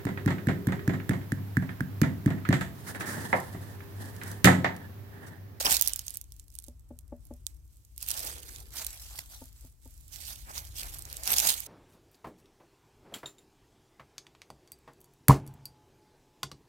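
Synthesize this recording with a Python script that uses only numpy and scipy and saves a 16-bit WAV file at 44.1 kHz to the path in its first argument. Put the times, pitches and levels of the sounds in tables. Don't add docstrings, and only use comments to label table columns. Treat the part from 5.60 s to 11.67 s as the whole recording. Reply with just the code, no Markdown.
import sys
import numpy as np
from scipy import signal
from scipy.fft import rfft, irfft
from scipy.io import wavfile
from scipy.ndimage import uniform_filter1d, map_coordinates

SR = 44100
rng = np.random.default_rng(int(sys.argv[2]) if len(sys.argv) > 2 else 0)


def persist_wave(psi):
    counts = np.round(np.clip(psi, -1, 1) * 32767).astype(np.int16)
    wavfile.write(sys.argv[1], SR, np.atleast_2d(counts).T)


N = 267687
TIME_S = np.arange(N) / SR
BAND_EDGE_HZ = 16050


def gain_of(db):
    return 10 ** (np.asarray(db) / 20)


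def unit_rms(x):
    return x / np.sqrt(np.mean(x ** 2) + 1e-20)


def curve_at(points, hz):
    freq_hz, value = np.transpose(points)
    return np.interp(np.log(hz + 1), np.log(freq_hz + 1), value)


def add(mix, start_s, sound):
    part = mix[..., max(round(start_s * SR), 0):][..., :sound.shape[-1]]
    part += sound[..., :part.shape[-1]]


def colour(x, eq, size=2048):
    log_gain = np.log(unit_rms(gain_of(curve_at(eq, abs(np.fft.fftfreq(size, 1 / SR))))))
    taps = np.fft.ifft(np.exp(signal.hilbert(log_gain).conj())).real
    return signal.oaconvolve(x, taps[None], axes=1)[:, :x.shape[1]]


def wander(rate_hz):
    rolloff = 1 + (np.fft.rfftfreq(N, 1 / SR) / rate_hz) ** 4
    return unit_rms(irfft(rfft(rng.standard_normal(N)) / rolloff, N))


def crackle(per_s, spread_db, clump_db, ring_s, smooth):
    sizes = gain_of(spread_db * np.minimum(rng.exponential(1, N), 4.5))
    catches = sizes * (rng.random(N) < per_s / SR)
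    power = signal.lfilter([1], [1, -np.exp(-2 / (ring_s * SR))], catches ** 2)
    envelope = np.sqrt(power / power.mean() + smooth) * gain_of(clump_db * wander(62))
    envelope /= np.sqrt(uniform_filter1d(envelope ** 2, size=6000))
    return envelope * rng.standard_normal((2, N))


def papery(x, patchy_db):
    spectrogram = signal.stft(x)[2]
    patches = uniform_filter1d(rng.standard_normal(spectrogram.shape[1:]), size=4, axis=0)
    patches = unit_rms(uniform_filter1d(patches, size=12, axis=1))
    return signal.istft(spectrogram * unit_rms(gain_of(patchy_db * patches)))[1][:, :N]


def stroke(start_s, hold_s, sway_db, pan_db):
    rise_db_per_s, release_db_per_s, sway_db_per_s = 418.5, 228.5, 79.5
    before_s = np.clip(start_s - TIME_S, 0, 1)
    after_s = np.clip(TIME_S - start_s - hold_s, 0, 2)
    fall_db = np.maximum(-release_db_per_s * after_s, sway_db - sway_db_per_s * after_s)
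    lean = gain_of(pan_db)
    pan = np.array([[lean], [1]]) / np.sqrt((1 + lean ** 2) / 2)
    return gain_of(fall_db - rise_db_per_s * before_s) * pan


# freq_hz, pan_db
LEAF_PAN = [(300, 6), (1500, 5), (4000, 3.36), (7000, 2), (9000, 0), (16000, 0.03)]
# freq_hz, correlation (0-1)
PORT_LIKENESS = [(300, 0.82), (1500, 0.65), (4000, 0.21), (16000, 0.12)]
# time_s, left_delay_samples
LEFT_DELAY = [(0, 15), (2.9, 15), (3.3, -2), (3.7, -11), (4.2, 0), (4.55, 15)]


def mic_ports(pair, pan_db):
    hz = np.fft.rfftfreq(N, 1 / SR)
    shared, apart = rfft(pair)
    likeness = curve_at(PORT_LIKENESS, hz)
    blend = likeness * shared + np.sqrt(1 - likeness ** 2) * apart
    lean = gain_of(curve_at(LEAF_PAN, hz) + pan_db)
    left, right = irfft(np.array([blend * lean, shared]) / np.sqrt((1 + lean ** 2) / 2), N)
    delay = np.interp(TIME_S, *np.transpose(LEFT_DELAY))
    return np.array([map_coordinates(left, [np.arange(N) - delay], order=5), right])


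# freq_hz, gain_db
AIR_EQ = [(15, -43), (28, -21.5), (42, -2.5), (54, -3.5), (90, -10.5), (112, -16.5), (140, -17.5),
          (170, -31.5), (260, -33), (300, -30.5), (350, -38), (550, -46), (1300, -51), (4000, -67)]
# time_s, level_db
RUMBLE_RIDE = [(0, -52), (.9, -58), (1.699, -54), (2.3, -61), (2.57, -54), (3.6, -56), (4.2, -59.5),
               (4.65, -54), (5.3, -51), (6.07, -57.5)]


def outdoor_air():
    shared, apart = colour(rng.standard_normal((2, N)), AIR_EQ, size=16384)
    time_s, level_db = np.transpose(RUMBLE_RIDE)
    swell = gain_of(np.interp(TIME_S, time_s, level_db - np.median(level_db)))
    hum_hz = 61 + 1.44 * wander(4.5)
    hum = gain_of(-57.5) * np.sin(2 * np.pi * np.cumsum(hum_hz) / SR)
    rumble = gain_of(-52) * swell * np.array([shared + 0.27 * apart, shared - 0.47 * apart])
    return (rumble + hum) * gain_of([[1.8], [-2.2]])


# freq_hz, gain_db
LEAF_EQ = [(500, -46.5), (1500, -13.5), (3000, -2), (4300, 0.5), (5500, 0), (8000, 0.5), (10000, -2),
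           (12500, 1), (16000, -6.5)]
# freq_hz, gain_db
STALK_EQ = [(80, -20.5), (200, 1), (400, -5.5), (750, 4.5), (1100, 1.5), (1600, 3), (2500, -1.5),
            (5000, -41)]
# start_s, hold_s, hiss_db, scrape_db, sway_db, pan_db
VINE_PUSHES = [(0.003, 0.02, -37.5, -55, -8, -10), (0.066, 0.015, -31.5, -36, -20, -8),
               (0.117, 0.026, -26.5, -42.5, -8, -8), (0.266, 0.021, -43, -55.5, -5, -6.5),
               (2.426, .005, -44.5, -61.5, -8, -5.5), (2.488, 0.048, -40.5, -56, -1.5, -7.5),
               (2.563, 0.14, -41.5, -52.5, -3, -7.5), (2.887, 0.065, -54, -66, 2.5, -7),
               (3.16, 0.052, -40.5, -53, -6.5, -6), (3.258, 0.2, -51.5, -70.5, -4, -4.5),
               (3.508, 0.11, -51, -63.5, -11, -6), (3.71, 0.036, -51.5, -65.5, -5, -3.5),
               (4.536, 0.11, -47.5, -64.5, -5, -12), (4.681, 0.035, -42.5, -58, -5.5, -8),
               (4.899, 0.0027, -48.5, -50.5, -16, -7), (4.962, 0.029, -43.5, -53.5, -5.5, -7.5),
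               (5.18, 0.025, -41, -57, -5, -7), (5.23, 0.12, -49.5, -58.5, -2, -6),
               (5.467, 0.19, -53, -61, -10, -6), (5.677, 0.06, -32, -43, -14, -7),
               (5.781, 0.0049, -29, -47, -5, -5.5), (5.837, 0.056, -27, -41.5, -10, -7.5)]


def vine_pushes():
    hiss_power, scrape_power = np.zeros((2, 2, N))
    for start_s, hold_s, hiss_db, scrape_db, sway_db, pan_db in VINE_PUSHES:
        push = stroke(start_s, hold_s, sway_db, pan_db)
        hiss_power += (gain_of(hiss_db) * push) ** 2
        scrape_power += (gain_of(scrape_db) * push) ** 2
    rub = crackle(per_s=440, spread_db=4, clump_db=2.45, ring_s=0.00042, smooth=1.9)
    hiss = mic_ports(papery(colour(rub, LEAF_EQ), patchy_db=2.5), pan_db=0)
    grind = crackle(per_s=500, spread_db=3, clump_db=1, ring_s=0.0015, smooth=0.9)
    scrape = mic_ports(papery(colour(grind, STALK_EQ), patchy_db=1.5), pan_db=0)
    return gain_of(4) * np.sqrt(hiss_power) * hiss + gain_of(5) * np.sqrt(scrape_power) * scrape


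# start_s, level_db, length_s
LEAF_DRAGS = [(.003, -27, .011), (0.048, -21, 0.02), (0.0977, -21.5, 0.003), (0.113, -23, 0.013),
              (2.511, -40, 0.0091), (2.887, -45.5, 0.0094), (3.587, -30.5, 0.0053), (5.702, -22, 0.0039),
              (5.716, -26, 0.0095), (5.737, -18.5, 0.0042)]


def leaf_drags():
    envelope, t = np.zeros(N), np.arange(SR // 8) / SR
    attack = 1 - np.exp(-t / 0.001)
    for start_s, level_db, length_s in LEAF_DRAGS:
        release = np.exp(-np.maximum(t - length_s, 0) / 0.001)
        add(envelope, start_s, gain_of(level_db) * attack * release)
    grit = crackle(per_s=3700, spread_db=3, clump_db=1, ring_s=0.0002, smooth=0.9)
    rasp = gain_of(0.5) * colour(grit, LEAF_EQ) + gain_of(-10.5) * colour(grit, STALK_EQ)
    return mic_ports(envelope * papery(rasp, patchy_db=6.5), pan_db=-5.5)


# freq_hz, gain_db
SNAP_EQ = [(300, -25), (1200, -13.5), (2200, -16.5), (3500, -7), (6000, -4.5), (8000, -1.5), (12000, -2),
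           (16000, -2.5)]
# start_s, level_db, pitch_hz
DRY_SNAPS = [(0.1252, -7.5, 11700), (0.1676, -8, 4430), (0.2116, -3.5, 13200), (0.2222, -4.5, 16200),
             (0.2747, -7, 12800), (0.2825, -11.5, 12000), (0.3341, -13.5, 8150), (0.3595, -14, 15900),
             (0.3921, -16, 6200), (0.4808, -18.5, 6940), (0.5456, -27, 8500), (0.5706, -18.5, 12800),
             (0.613, -25, 12600), (0.7209, -31.5, 12400), (0.7967, -31.5, 7120), (0.9532, -29.5, 13700),
             (0.9873, -22.5, 9000), (1.0402, -32, 8600), (1.0829, -34, 11350), (1.3885, -33, 7800),
             (1.6523, -40, 12240), (1.8663, -16.5, 7660), (2.3784, -24.5, 11900), (2.4263, -19, 12400),
             (2.4866, -14, 12200), (2.5047, -14, 5530), (2.5135, -13.5, 12400), (3.2467, -21, 8700),
             (3.266, -15.5, 8200), (3.3054, -30, 8140), (4.9788, -20, 5360), (5.5276, -22.5, 12300),
             (5.568, -21.5, 7400), (5.6345, -21, 7980), (5.7833, -4, 5400), (5.8004, -8, 5400),
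             (5.903, -9.5, 7400), (6.0036, -17.5, 12800)]


def dry_snaps():
    out, t = np.zeros((2, N)), np.arange(4096) / SR
    crack = np.exp(-t / 0.00055) + gain_of(-18) * np.exp(-t / 0.0038)
    scatter = gain_of(-29) * np.exp(-t / 0.0066)
    for start_s, level_db, pitch_hz in list(DRY_SNAPS) + snap_flurries():
        burst = colour((crack + scatter) * rng.standard_normal((2, len(t))), SNAP_EQ)
        leaf = signal.lfilter(*signal.iirpeak(min(pitch_hz, BAND_EDGE_HZ), Q=3.5, fs=SR), burst)
        stalk = signal.lfilter(*signal.iirpeak(0.46 * pitch_hz, Q=6, fs=SR), burst)
        low_cut = signal.butter(2, 0.17 * pitch_hz, "high", fs=SR)
        snap = signal.lfilter(*low_cut, burst + 2.3 * leaf + 0.82 * stalk)
        snap /= np.linalg.norm(snap, axis=1, keepdims=True)
        add(out, start_s + 0.00055, gain_of(level_db + 11) * snap)
    return mic_ports(out, pan_db=-12)


# start_s, length_s, typical_db
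SNAP_FLURRIES = [(0.234, .06, -23), (0.451, .11, -26), (0.875, .2, -40), (2.39, 0.068, -28),
                 (2.718, 0.24, -38), (5.333, .13, -29)]


def snap_flurries(gap_s=0.027, spread_db=5, low_hz=6500, high_hz=12500):
    cues = []
    for start_s, length_s, typical_db in SNAP_FLURRIES:
        jitter, size, ring = rng.random((3, 32))
        after_s = (np.arange(len(jitter)) + jitter) * gap_s
        level_db = typical_db + spread_db * (2 * size - 1)
        pitch_hz = low_hz + (high_hz - low_hz) * ring
        cues += list(np.transpose([start_s + after_s, level_db, pitch_hz])[after_s < length_s])
    return cues


# freq_hz, gain_db
STIR_EQ = [(400, -9.5), (1500, -8), (4000, -4.5), (6000, -2.5), (8000, 0.5), (10000, -4), (12000, -0.5),
           (16000, -7.5)]
# start_s, hold_s, level_db, pan_db
LEAF_STIRS = [(0.467, 0.09, -57, -2.5), (0.73, 0.089, -71, -7), (0.927, 0.15, -69, -5),
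              (1.619, 0.19, -74.5, -5), (1.887, .015, -65, -4), (2.103, 0.31, -74, -1.5),
              (3.776, 0.1, -63, -0.5), (3.968, 0.1, -64, -1.5), (4.237, 0.32, -66.5, -5)]


def leaf_stirs(resting_db=-78.5, sway_db=-9):
    power = (gain_of(resting_db) * gain_of([[-3], [2]])) ** 2
    for start_s, hold_s, level_db, pan_db in LEAF_STIRS:
        power = power + (gain_of(level_db) * stroke(start_s, hold_s, sway_db, pan_db)) ** 2
    flutter = rng.standard_normal((2, N)) * gain_of(0.6 * wander(26))
    hiss = papery(colour(flutter, STIR_EQ), patchy_db=1.2)
    settling = crackle(per_s=70, spread_db=5, clump_db=0.5, ring_s=0.0018, smooth=0.04)
    ticks = signal.lfilter(*signal.butter(2, 6000, "high", fs=SR), colour(settling, STIR_EQ))
    return np.sqrt(power) * mic_ports(gain_of(3) * hiss + gain_of(5) * ticks, pan_db=-3.5)


# pitch_hz, level_db, t60_s
LARGE_MELON_MODES = [(69.8, -0.5, 0.24), (243.6, -2, 0.16), (305, 2.5, 0.018), (436, -10, 0.075),
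                     (527, -4.5, 0.029), (578, -7, 0.11), (648, -12.5, 0.071), (730, -19.5, 0.056),
                     (840, -6.5, 0.015), (1114, -18, 0.013), (1420, -34, 0.027), (1707, -49, 0.05)]
SMALL_MELON_MODES = [(77, 4.5, 0.027), (258, -1, 0.092), (306, -5.5, 0.022), (400, -13, 0.049),
                     (526, -1.5, 0.012), (650, -18, 0.13), (897, -7, 0.036), (1190, -20, 0.029),
                     (1370, -31, 0.055)]
# freq_hz, gain_db
FLESH_EQ = [(100, -11), (250, -6), (600, 7), (900, -2), (1200, -19), (1800, -18.5), (4000, -59)]
# start_s, level_db, tilt_db_per_octave, melon (0 large, 1 small)
MELON_KNOCKS = [(1.0803, -41.5, -1, 0), (1.3058, -36, 0, 0), (1.522, -31, 2.5, 0), (1.707, -33.5, 1, 0),
                (3.8154, -36, 2, 1), (4.043, -45.5, -1.5, 1), (4.2559, -42.5, 0.5, 1)]


def melon_knocks():
    out, t = np.zeros((2, N)), np.arange(SR // 3) / SR
    dent = 0.6 * (1 - np.exp(-t / 0.00081))
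    tail_envelope = gain_of(-16.5 - 60 * t / 0.18) * (1 - np.exp(-t / 0.0068))
    for start_s, level_db, tilt_db_per_octave, melon in MELON_KNOCKS:
        modes = SMALL_MELON_MODES if melon else LARGE_MELON_MODES
        pitch_hz, mode_db, t60_s = np.transpose(modes)[:, :, None]
        arrival_s = 0.00639 * (600 / pitch_hz) ** 0.26
        age_s = t - arrival_s
        wavefront = 0.81 / (1 + np.exp(np.minimum((0.83 * arrival_s - t) / 0.000087, 50)))
        struck_db = mode_db + tilt_db_per_octave * np.log2(pitch_hz / 400)
        decay_db = 60 * np.maximum(age_s, 0) / t60_s
        ring = gain_of(struck_db - decay_db) * np.cos(2 * np.pi * pitch_hz * age_s)
        body = ((dent + wavefront) * ring).sum(0)
        tail = tail_envelope * colour(rng.standard_normal((1, len(t))), FLESH_EQ)
        add(out, start_s, gain_of(level_db - 10) * (body + tail))
    return out * gain_of([[1.1], [-1.1]])


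# time_s, level_db, centre_hz
GLIDE_CURVES = [
    [(2.45, -92, 560), (2.65, -60, 457), (2.85, -65.5, 385), (3.05, -69, 360), (3.25, -73, 351)],
    [(5.15, -74, 380), (5.45, -70.5, 400), (5.6, -61.5, 560), (5.7, -65, 798), (5.86, -45, 838),
     (5.95, -69, 846)],
]


def hollow_glides():
    time_s, _, centre_hz = np.vstack(GLIDE_CURVES).T
    carrier = np.exp(2j * np.pi * np.cumsum(np.interp(TIME_S, time_s, centre_hz)) / SR)
    band = unit_rms(((wander(141) + 1j * wander(146)) * carrier).real)
    fader = np.zeros(N)
    for curve in GLIDE_CURVES:
        time_s, level_db, _ = np.transpose(curve)
        gate = (TIME_S >= time_s[0]) & (TIME_S <= time_s[-1])
        fader += gain_of(np.interp(TIME_S, time_s, level_db)) * gate
    return uniform_filter1d(fader, size=400) * band * gain_of([[-1], [1]])


def scene():
    return (melon_knocks() + vine_pushes() + leaf_drags() + hollow_glides()
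            + leaf_stirs() + outdoor_air() + dry_snaps())


def record(dry):
    clipped = np.clip(dry, -0.8, 0.8)
    low_pass = signal.firwin(511, BAND_EDGE_HZ, window=("kaiser", 9), fs=SR)
    return signal.oaconvolve(clipped, low_pass[None], "same")


dry = scene()
out = record(dry)
persist_wave(out)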